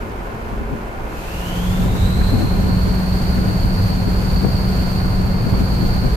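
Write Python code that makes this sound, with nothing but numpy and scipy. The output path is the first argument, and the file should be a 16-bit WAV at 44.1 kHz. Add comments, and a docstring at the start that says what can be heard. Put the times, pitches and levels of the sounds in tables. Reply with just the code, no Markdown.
"""Inside the cab of a V8 diesel pickup, rolling with a window open. Tyres and wind roar, the cab air
rumbles and thumps, eddies slap the microphone's two ports, and trim rattles faintly.
The driver floors it: the cylinder firings drone in the exhaust, air hisses into the intake,
and the turbo wheel spools up to a breathy whistle, then holds."""
import sys
import numpy as np
from scipy import signal
from scipy.fft import rfft, irfft
from scipy.io import wavfile

SR = 44100
rng = np.random.default_rng(int(sys.argv[2]) if len(sys.argv) > 2 else 0)


def digitize_waveform(pressure):
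    """Quantize a signal to 16-bit integers and store it at the path in sys.argv[1].

    Rows of a 2-D input are taken as channels; values are limited to [-1, 1].
    """
    field = np.atleast_2d(pressure).T
    bounded = np.clip(field, -1, 1)
    quanta = np.round(bounded * 32767).astype(np.int16)
    wavfile.write(sys.argv[1], SR, quanta)


N = 271656
TIME_S = np.arange(N) / SR
BINS_HZ = np.maximum(np.fft.rfftfreq(N, 1 / SR), 1)
PEDAL_S, LOAD_LAG_S, LOAD_RISE_S = 1, 0.15, 0.727

# cab air at the two ports: freq_hz, correlation
RUMBLE_CORRELATION = [(30, 0.86), (60, 1), (130, 0.79), (290, 0.4), (600, 0.24)]


def from_db(db):
    """Decibels to gain."""
    return 10 ** (np.asarray(db) / 20)


def unit_rms(x):
    """Scale to rms 1."""
    return x / np.sqrt(np.mean(x ** 2) + 1e-20)


def pan(left_db):
    """Stereo gains; left_db is left minus right."""
    return from_db(np.array([[.5], [-.5]]) * left_db)


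def bell(centre_s, half_s):
    """Gaussian swell to 1 and back."""
    return np.exp(-np.minimum(((TIME_S - centre_s) / half_s) ** 2, 50))


def ramp(start_s, rise_s):
    """Smooth step from 0 to 1."""
    return .5 - .5 * np.cos(np.pi * np.clip((TIME_S - start_s) / rise_s, 0, 1))


def over_time(points):
    """Curve at every sample."""
    time_s, value = np.transpose(points)
    return np.interp(TIME_S, time_s, value)


def over_hz(points):
    """Curve at every bin, interpolated in log frequency."""
    freq_hz, value = np.transpose(points)
    return np.interp(np.log(BINS_HZ), np.log(freq_hz), value)


def bumps(rows):
    """Gaussian peaks and hollows, dB at every bin."""
    return sum(db * np.exp(-2 * ((BINS_HZ - hz) / width_hz) ** 2) for hz, width_hz, db in rows)


def noise(shape_db, correlation=0):
    """Stereo noise of given spectral shape and left-right correlation; rms 1."""
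    mid, side = rfft(rng.standard_normal((2, N)))
    alike = np.clip(correlation, -1, 1)
    stereo = np.sqrt(1 + alike) * mid + np.sqrt(1 - alike) * side * [[1], [-1]]
    return unit_rms(irfft(from_db(shape_db) * stereo, N))


def drift(rate_hz):
    """Slow random wander; rms about 1."""
    size = 8192
    freq_hz = np.fft.rfftfreq(size, TIME_S[-1] / size)
    slow = irfft(rfft(rng.standard_normal(size)) / (1 + (freq_hz / rate_hz) ** 2))
    return np.interp(TIME_S, np.linspace(0, TIME_S[-1], size), unit_rms(slow))


def cab_rumble(load):
    """Cab air: a deep cruising rumble with one gust, and a fuller one under load."""
    # rumble spectrum: freq_hz, density_db
    spectrum = [(10, -55), (22, 0), (34, 0), (46, -1), (57, 3.5), (72, -6.5), (98, -0.5), (125, -8),
                (150, -8), (230, -15), (330, -26.5), (600, -31.5), (1500, -76)]
    shape_db, correlation = over_hz(spectrum), over_hz(RUMBLE_CORRELATION)
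    cruising = from_db(-29.5) * noise(shape_db - 1.1 * np.log2(BINS_HZ), correlation)
    lowpass_db = -10 * np.log10(1 + (BINS_HZ / 55) ** 4)
    gust = from_db(-26) * bell(centre_s=0.65, half_s=0.16) * noise(shape_db + lowpass_db, correlation)
    pulling = from_db(-17.5 + 0.5 * drift(5.1)) * load ** 2 * noise(shape_db, correlation)
    return cruising + gust + pulling


def hum(waver_hz):
    """Faint wavering tones that swell and fade before the pull."""
    # hum tones: pitch_hz, level_db
    tones = [(220.7, -29.5), (409.1, -34)]
    chord = sum(from_db(db) * np.sin(2 * np.pi * np.cumsum(hz + waver_hz * drift(10.6)) / SR)
                for hz, db in tones)
    return chord * bell(centre_s=0.68, half_s=0.21)


def throb(cycles):
    """Uneven beat of the cylinders, repeating each engine cycle; rms 1."""
    return unit_rms(sum(np.sin(2 * np.pi * (k * cycles + rng.random())) for k in range(1, 9)))


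def road_roar(load, cycles, flicker_db, throb_db):
    """Tyre, wind and combustion noise in the cab's resonances, pulsing slightly with the cylinders."""
    # roar spectrum: freq_hz, density_db
    spectrum = [(40, 4), (130, -18.5), (200, 0.5), (350, 0.5), (520, -2.5), (680, -1), (820, -2),
                (1020, -2.5), (1260, -7.5), (1500, -6.5), (1900, -14.5), (2500, -15), (3500, -26.5),
                (6000, -32.5), (14000, -37)]
    # cab resonances and hollows: freq_hz, width_hz, gain_db
    resonances = [(176.6, 8.4, 9), (221, 18, 4), (343, 21, 2), (420, 59, 2.5), (546, 28, 3), (631, 20, -3),
                  (764, 26, 3), (846, 23, -2.5), (1047, 27, 2.5), (1104, 38, -2.5), (1443, 53, 3.5),
                  (1830, 54, 3), (2112, 38, 6), (2480, 46, -2.5)]
    # roar at the two ports: freq_hz, correlation
    correlation = [(60, 1), (290, 0.89), (630, 0.39), (1400, -0.45), (3000, 0.22)]
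    level_db = -29.5 + 1.73 * load + flicker_db * drift(52) + throb_db * throb(cycles)
    return from_db(level_db) * noise(over_hz(spectrum) + bumps(resonances), over_hz(correlation))


def rattles(width_hz):
    """Loose trim buzzes for an instant."""
    # trim buzzes: centre_s, half_length_s, freq_hz, level_db
    buzzes = [(0.21, 0.02, 1440, -40), (1.84, 0.006, 1300, -30), (2.217, 0.008, 1550, -29.5),
              (2.298, 0.0088, 1500, -32), (3.382, 0.0062, 1500, -31)]
    band = lambda hz: noise(-20 * np.log10(1 + ((BINS_HZ - hz) / width_hz) ** 2))
    return sum(from_db(db) * bell(centre_s, half_s) * band(hz) for centre_s, half_s, hz, db in buzzes)


def cab_echoes(x, t60_s, wet_db):
    """Glass and trim add dense, short echoes, different at each port."""
    age_s = np.arange(SR // 5) / SR
    response = rng.standard_normal((2, age_s.size)) * from_db(-60 * age_s / t60_s)
    response /= np.linalg.norm(response, axis=1, keepdims=True)
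    echoes = signal.fftconvolve(x, response, axes=1)[:, :N]
    wet = from_db(wet_db)
    return (x + wet * echoes) / np.sqrt(1 + wet ** 2)


def thumps(half_s, spread_octaves, centre_hz):
    """Buffeting air gives deep, dull shoves, much alike at both ports."""
    # air shoves: centre_s, level_db
    shoves = [(1.933, -16), (2.049, -17.5), (2.192, -17), (2.337, -23), (2.874, -15), (3.303, -17),
              (3.661, -13), (4.376, -15), (5.633, -19)]
    shape_db = -12 * (np.log2(BINS_HZ / centre_hz) / spread_octaves) ** 2
    air = noise(shape_db, over_hz(RUMBLE_CORRELATION))
    return air * sum(from_db(db) * bell(centre_s, half_s) for centre_s, db in shoves)


def eddies(drive_db, lumpy_db, weak_per_s):
    """Low puffs of air on the ports; one-sided ones slap more brightly, the hardest flatten out."""
    # strong eddies: centre_s, half_length_s, level_db, left_minus_right_db
    strong = [(0.532, 0.017, -27.5, 8), (0.613, .012, -23.5, 4), (0.729, 0.022, -27, 14),
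              (1.858, 0.016, -26, 14), (1.948, 0.03, -25, 7), (2.344, 0.025, -23.5, 20),
              (2.422, 0.042, -16, 7), (2.674, 0.094, -23, -8), (2.874, 0.025, -26, 3),
              (3.39, 0.041, -23.5, 5), (3.911, 0.014, -22.5, 10), (4.455, 0.035, -23, 15),
              (5.471, 0.023, -19.5, 10), (5.536, 0.017, -29.5, -29), (5.609, 0.03, -17.5, -1),
              (5.834, 0.028, -21, 3), (6.06, 0.028, -19, 4.5)]
    # puff spectrum: freq_hz, density_db
    puff_spectrum = [(12, -35), (30, -9), (100, -3.5), (245, -3.5), (400, -16.5), (800, -27), (2000, -55),
                     (6000, -77)]
    # slap spectrum: freq_hz, density_db
    slap_spectrum = [(150, -22), (350, 2), (600, 1), (900, -7), (1500, -13), (5000, -60)]
    lumps = from_db(lumpy_db * np.array([drift(110), drift(110)]))
    air = noise(over_hz(puff_spectrum))
    slap = from_db(-13.5) * noise(over_hz(slap_spectrum))
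    # weak eddies, irregular, once the truck pulls; same columns
    weak = [(PEDAL_S + LOAD_RISE_S + (slot + offset) / weak_per_s, 0.024, -27.5, 9 + 20 * (side - .5))
            for slot, (offset, side) in enumerate(rng.random(size=(16, 2)))]
    puffs = sum(from_db(db) * pan(left_db) * bell(centre_s, half_s) * (air + slap * abs(left_db) / 25)
                for centre_s, half_s, db, left_db in strong + weak)
    return .45 * np.tanh(puffs * lumps * from_db(drive_db) / .45)


def pops(decay_s, snap_s, left_db):
    """Hard eddies break on the left port: pressure sinks, snaps upward and settles."""
    # breaking eddies: centre_s, level_db
    breaks = [(2.355, -13), (2.422, -14), (2.427, -13), (4.445, -8), (4.4492, -2), (4.4678, -10)]
    snap = lambda age_s: np.tanh(age_s / snap_s) * np.exp(-np.minimum(np.abs(age_s) / decay_s, 40))
    pressure = sum(from_db(db) * snap(TIME_S - centre_s) for centre_s, db in breaks)
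    return pressure * pan(left_db) / pan(left_db)[0]


def intake(pulling_s, spool, cruise_db, open_db, rise_s):
    """Air rushes into the compressor: the hiss opens with the pedal and settles as boost builds."""
    opening_db = open_db + (cruise_db - open_db) * np.exp(-pulling_s / rise_s)
    settling_db = -9 * spool - 0.37 * pulling_s
    flicker_db = 0.95 * drift(14)
    dip_db = -2.5 * bell(centre_s=5.39, half_s=0.25)
    # hiss spectrum: freq_hz, density_db
    spectrum = [(800, 6), (2200, 7.5), (3000, 7.5), (3700, 3), (4400, 5.5), (5500, 0), (6700, 2.5),
                (8500, 1), (10300, -2), (11500, 0.5), (13200, 2.5), (14400, -3.5)]
    return from_db(opening_db + settling_db + flicker_db + dip_db) * noise(over_hz(spectrum))


def exhaust(cycles, load, pulling_s, waver_db, rough_db, jitter_rad):
    """Rough drone at the firing rate; unequal cylinders add a burble that grows through the pull."""
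    # firing note, swelling under load: time_s, level_db
    drone_curve = [(1.1, -44), (1.38, -34), (1.65, -20.5), (2.05, -20.5), (2.38, -22.5), (2.6, -18.5),
                   (3.1, -20), (4.1, -20.5), (5.1, -21.8), (5.8, -23.5), (6.16, -21.5)]
    # burble partials: engine_cycle_multiple, relative_db
    burble_partials = [(2, -3.5), (3, -5), (4, -7), (5, 1.5), (6, -6.5), (7, -2), (10, -17.5), (11, -11),
                       (12, -28), (16, -31), (18, -20.5)]

    def partial(multiple, level_db):
        phase_rad = 2 * np.pi * (multiple * cycles + rng.random()) + jitter_rad * drift(17)
        return np.sin(phase_rad) * from_db(level_db + waver_db * drift(11.4))

    drone = partial(8, over_time(drone_curve))
    burble = sum(partial(multiple, db) for multiple, db in burble_partials)
    burble *= load * from_db(-30 + 0.48 * pulling_s)
    return (drone + burble) * from_db(rough_db * drift(40)) * pan(left_db=0.5)


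def whistle(pitch_hz, width_hz, skirt_hz, skirt_db):
    """Turbulent air past the wheel: a narrow noise band with skirts; half-widths hold at top pitch."""
    core = 1 / (1 + (BINS_HZ / width_hz) ** 4)
    skirt = from_db(skirt_db) ** 2 / (1 + (BINS_HZ / skirt_hz) ** 2) ** 2
    shape_db = 10 * np.log10(core + skirt)
    phase_rad = 2 * np.pi * np.cumsum(pitch_hz) / SR
    # a slower wheel churns more slowly, narrowing the band
    churn_time_s = np.cumsum((pitch_hz / pitch_hz.max()) ** 1.1) / SR
    churn = lambda: np.array([np.interp(churn_time_s, TIME_S, side) for side in noise(shape_db)])
    return churn() * np.cos(phase_rad) + churn() * np.sin(phase_rad)


def turbo(spool, cruise_hz, boost_hz, flutter_db):
    """A fluttering whistle and two faint overtones climb with the wheel's speed."""
    # whistle loudness: time_s, level_db
    level_curve = [(0, -62), (1.05, -53), (1.3, -42), (1.47, -38.5), (1.6, -37), (1.72, -42), (1.95, -44),
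                   (2.01, -38), (2.2, -35.5), (2.3, -35), (2.6, -40), (2.72, -37), (3.0, -36.7),
                   (3.2, -35.5), (3.45, -36.4), (3.72, -36.5), (3.85, -34.5), (4.05, -37.5), (4.5, -34.7),
                   (5.0, -35.5), (5.25, -38.5), (5.55, -37), (5.85, -34.5), (6.16, -38)]
    creep_hz = 104.8 * ramp(start_s=2.4, rise_s=0.8)
    pitch_hz = cruise_hz + (boost_hz - cruise_hz) * spool + creep_hz + 20 * drift(13)
    bite_db = 6.5 * np.sin(np.pi * spool ** 2)  # keener octave while gaining speed
    first = whistle(pitch_hz, width_hz=144, skirt_hz=360, skirt_db=-5.5) * pan(-2.2 * spool)
    second = whistle(2 * pitch_hz, width_hz=340, skirt_hz=750, skirt_db=-10) * from_db(-17.5 + bite_db)
    third = whistle(3 * pitch_hz, width_hz=450, skirt_hz=1100, skirt_db=-12) * from_db(-15.5) * spool
    flutter = from_db(flutter_db * drift(45))
    return (first * flutter + second + third) * from_db(over_time(level_curve))


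def scene():
    """The pedal loads the engine and spools the turbo, over rumble, roar and wind."""
    # engine speed: time_s, firing_hz
    revs = [(1.25, 171.2), (1.5, 176.7), (1.85, 185), (2.25, 187.6), (2.65, 185.3), (3.3, 185.6),
            (4.3, 186.6), (5.3, 188.1), (6.16, 188.9)]
    pulling_s = np.maximum(TIME_S - PEDAL_S, 0)
    load = ramp(PEDAL_S + LOAD_LAG_S, LOAD_RISE_S)
    spool = 1 / (1 + np.exp((1.675 - TIME_S) / .285))  # 0 cruise, 1 full boost
    firing_hz = over_time(revs) + .4 * drift(4)
    cycles = np.cumsum(firing_hz) / SR / 8  # eight firings per engine cycle
    drone = exhaust(cycles, load, pulling_s, waver_db=1.0, rough_db=1.23, jitter_rad=0.1)
    lows = cab_rumble(load) + hum(waver_hz=3.5)
    wind = eddies(drive_db=1.0, lumpy_db=1.5, weak_per_s=2.7)
    wind += thumps(half_s=0.031, spread_octaves=1.3, centre_hz=44.3)
    wind += pops(decay_s=0.0016, snap_s=0.00023, left_db=18)
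    roar = road_roar(load, cycles, flicker_db=0.64, throb_db=0.68) + rattles(width_hz=590)
    roar = cab_echoes(roar, t60_s=0.13, wet_db=-17)
    hiss = intake(pulling_s, spool, cruise_db=-50.5, open_db=-29, rise_s=0.28)
    whine = turbo(spool, cruise_hz=2223, boost_hz=4370, flutter_db=0.96)
    return lows + roar + wind + hiss + drone + whine


def record(dry):
    """The two microphone ports colour the sound differently; the top is cut."""
    # treble hollow of each port, left then right: freq_hz, width_hz, gain_db
    hollows = [(7720, 750, -8.5), (9800, 1060, -17)]
    # port balance: freq_hz, left_minus_right_db
    balance = [(100, -0.5), (300, 1.0), (700, 0.4), (1300, -0.6), (3000, 0.1), (6500, -2.5),
               (9000, 0.5), (11000, 1.0), (14000, 2.5)]
    ports = from_db([bumps([hollow]) for hollow in hollows]) * pan(over_hz(balance))
    lowpass = 1 / np.sqrt(1 + (BINS_HZ / 14550) ** 800)
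    fades = np.minimum(np.minimum(TIME_S, TIME_S[::-1]) / .004, 1)
    return irfft(rfft(dry * fades) * ports * lowpass, N)


dry = scene()
out = record(dry)
digitize_waveform(out)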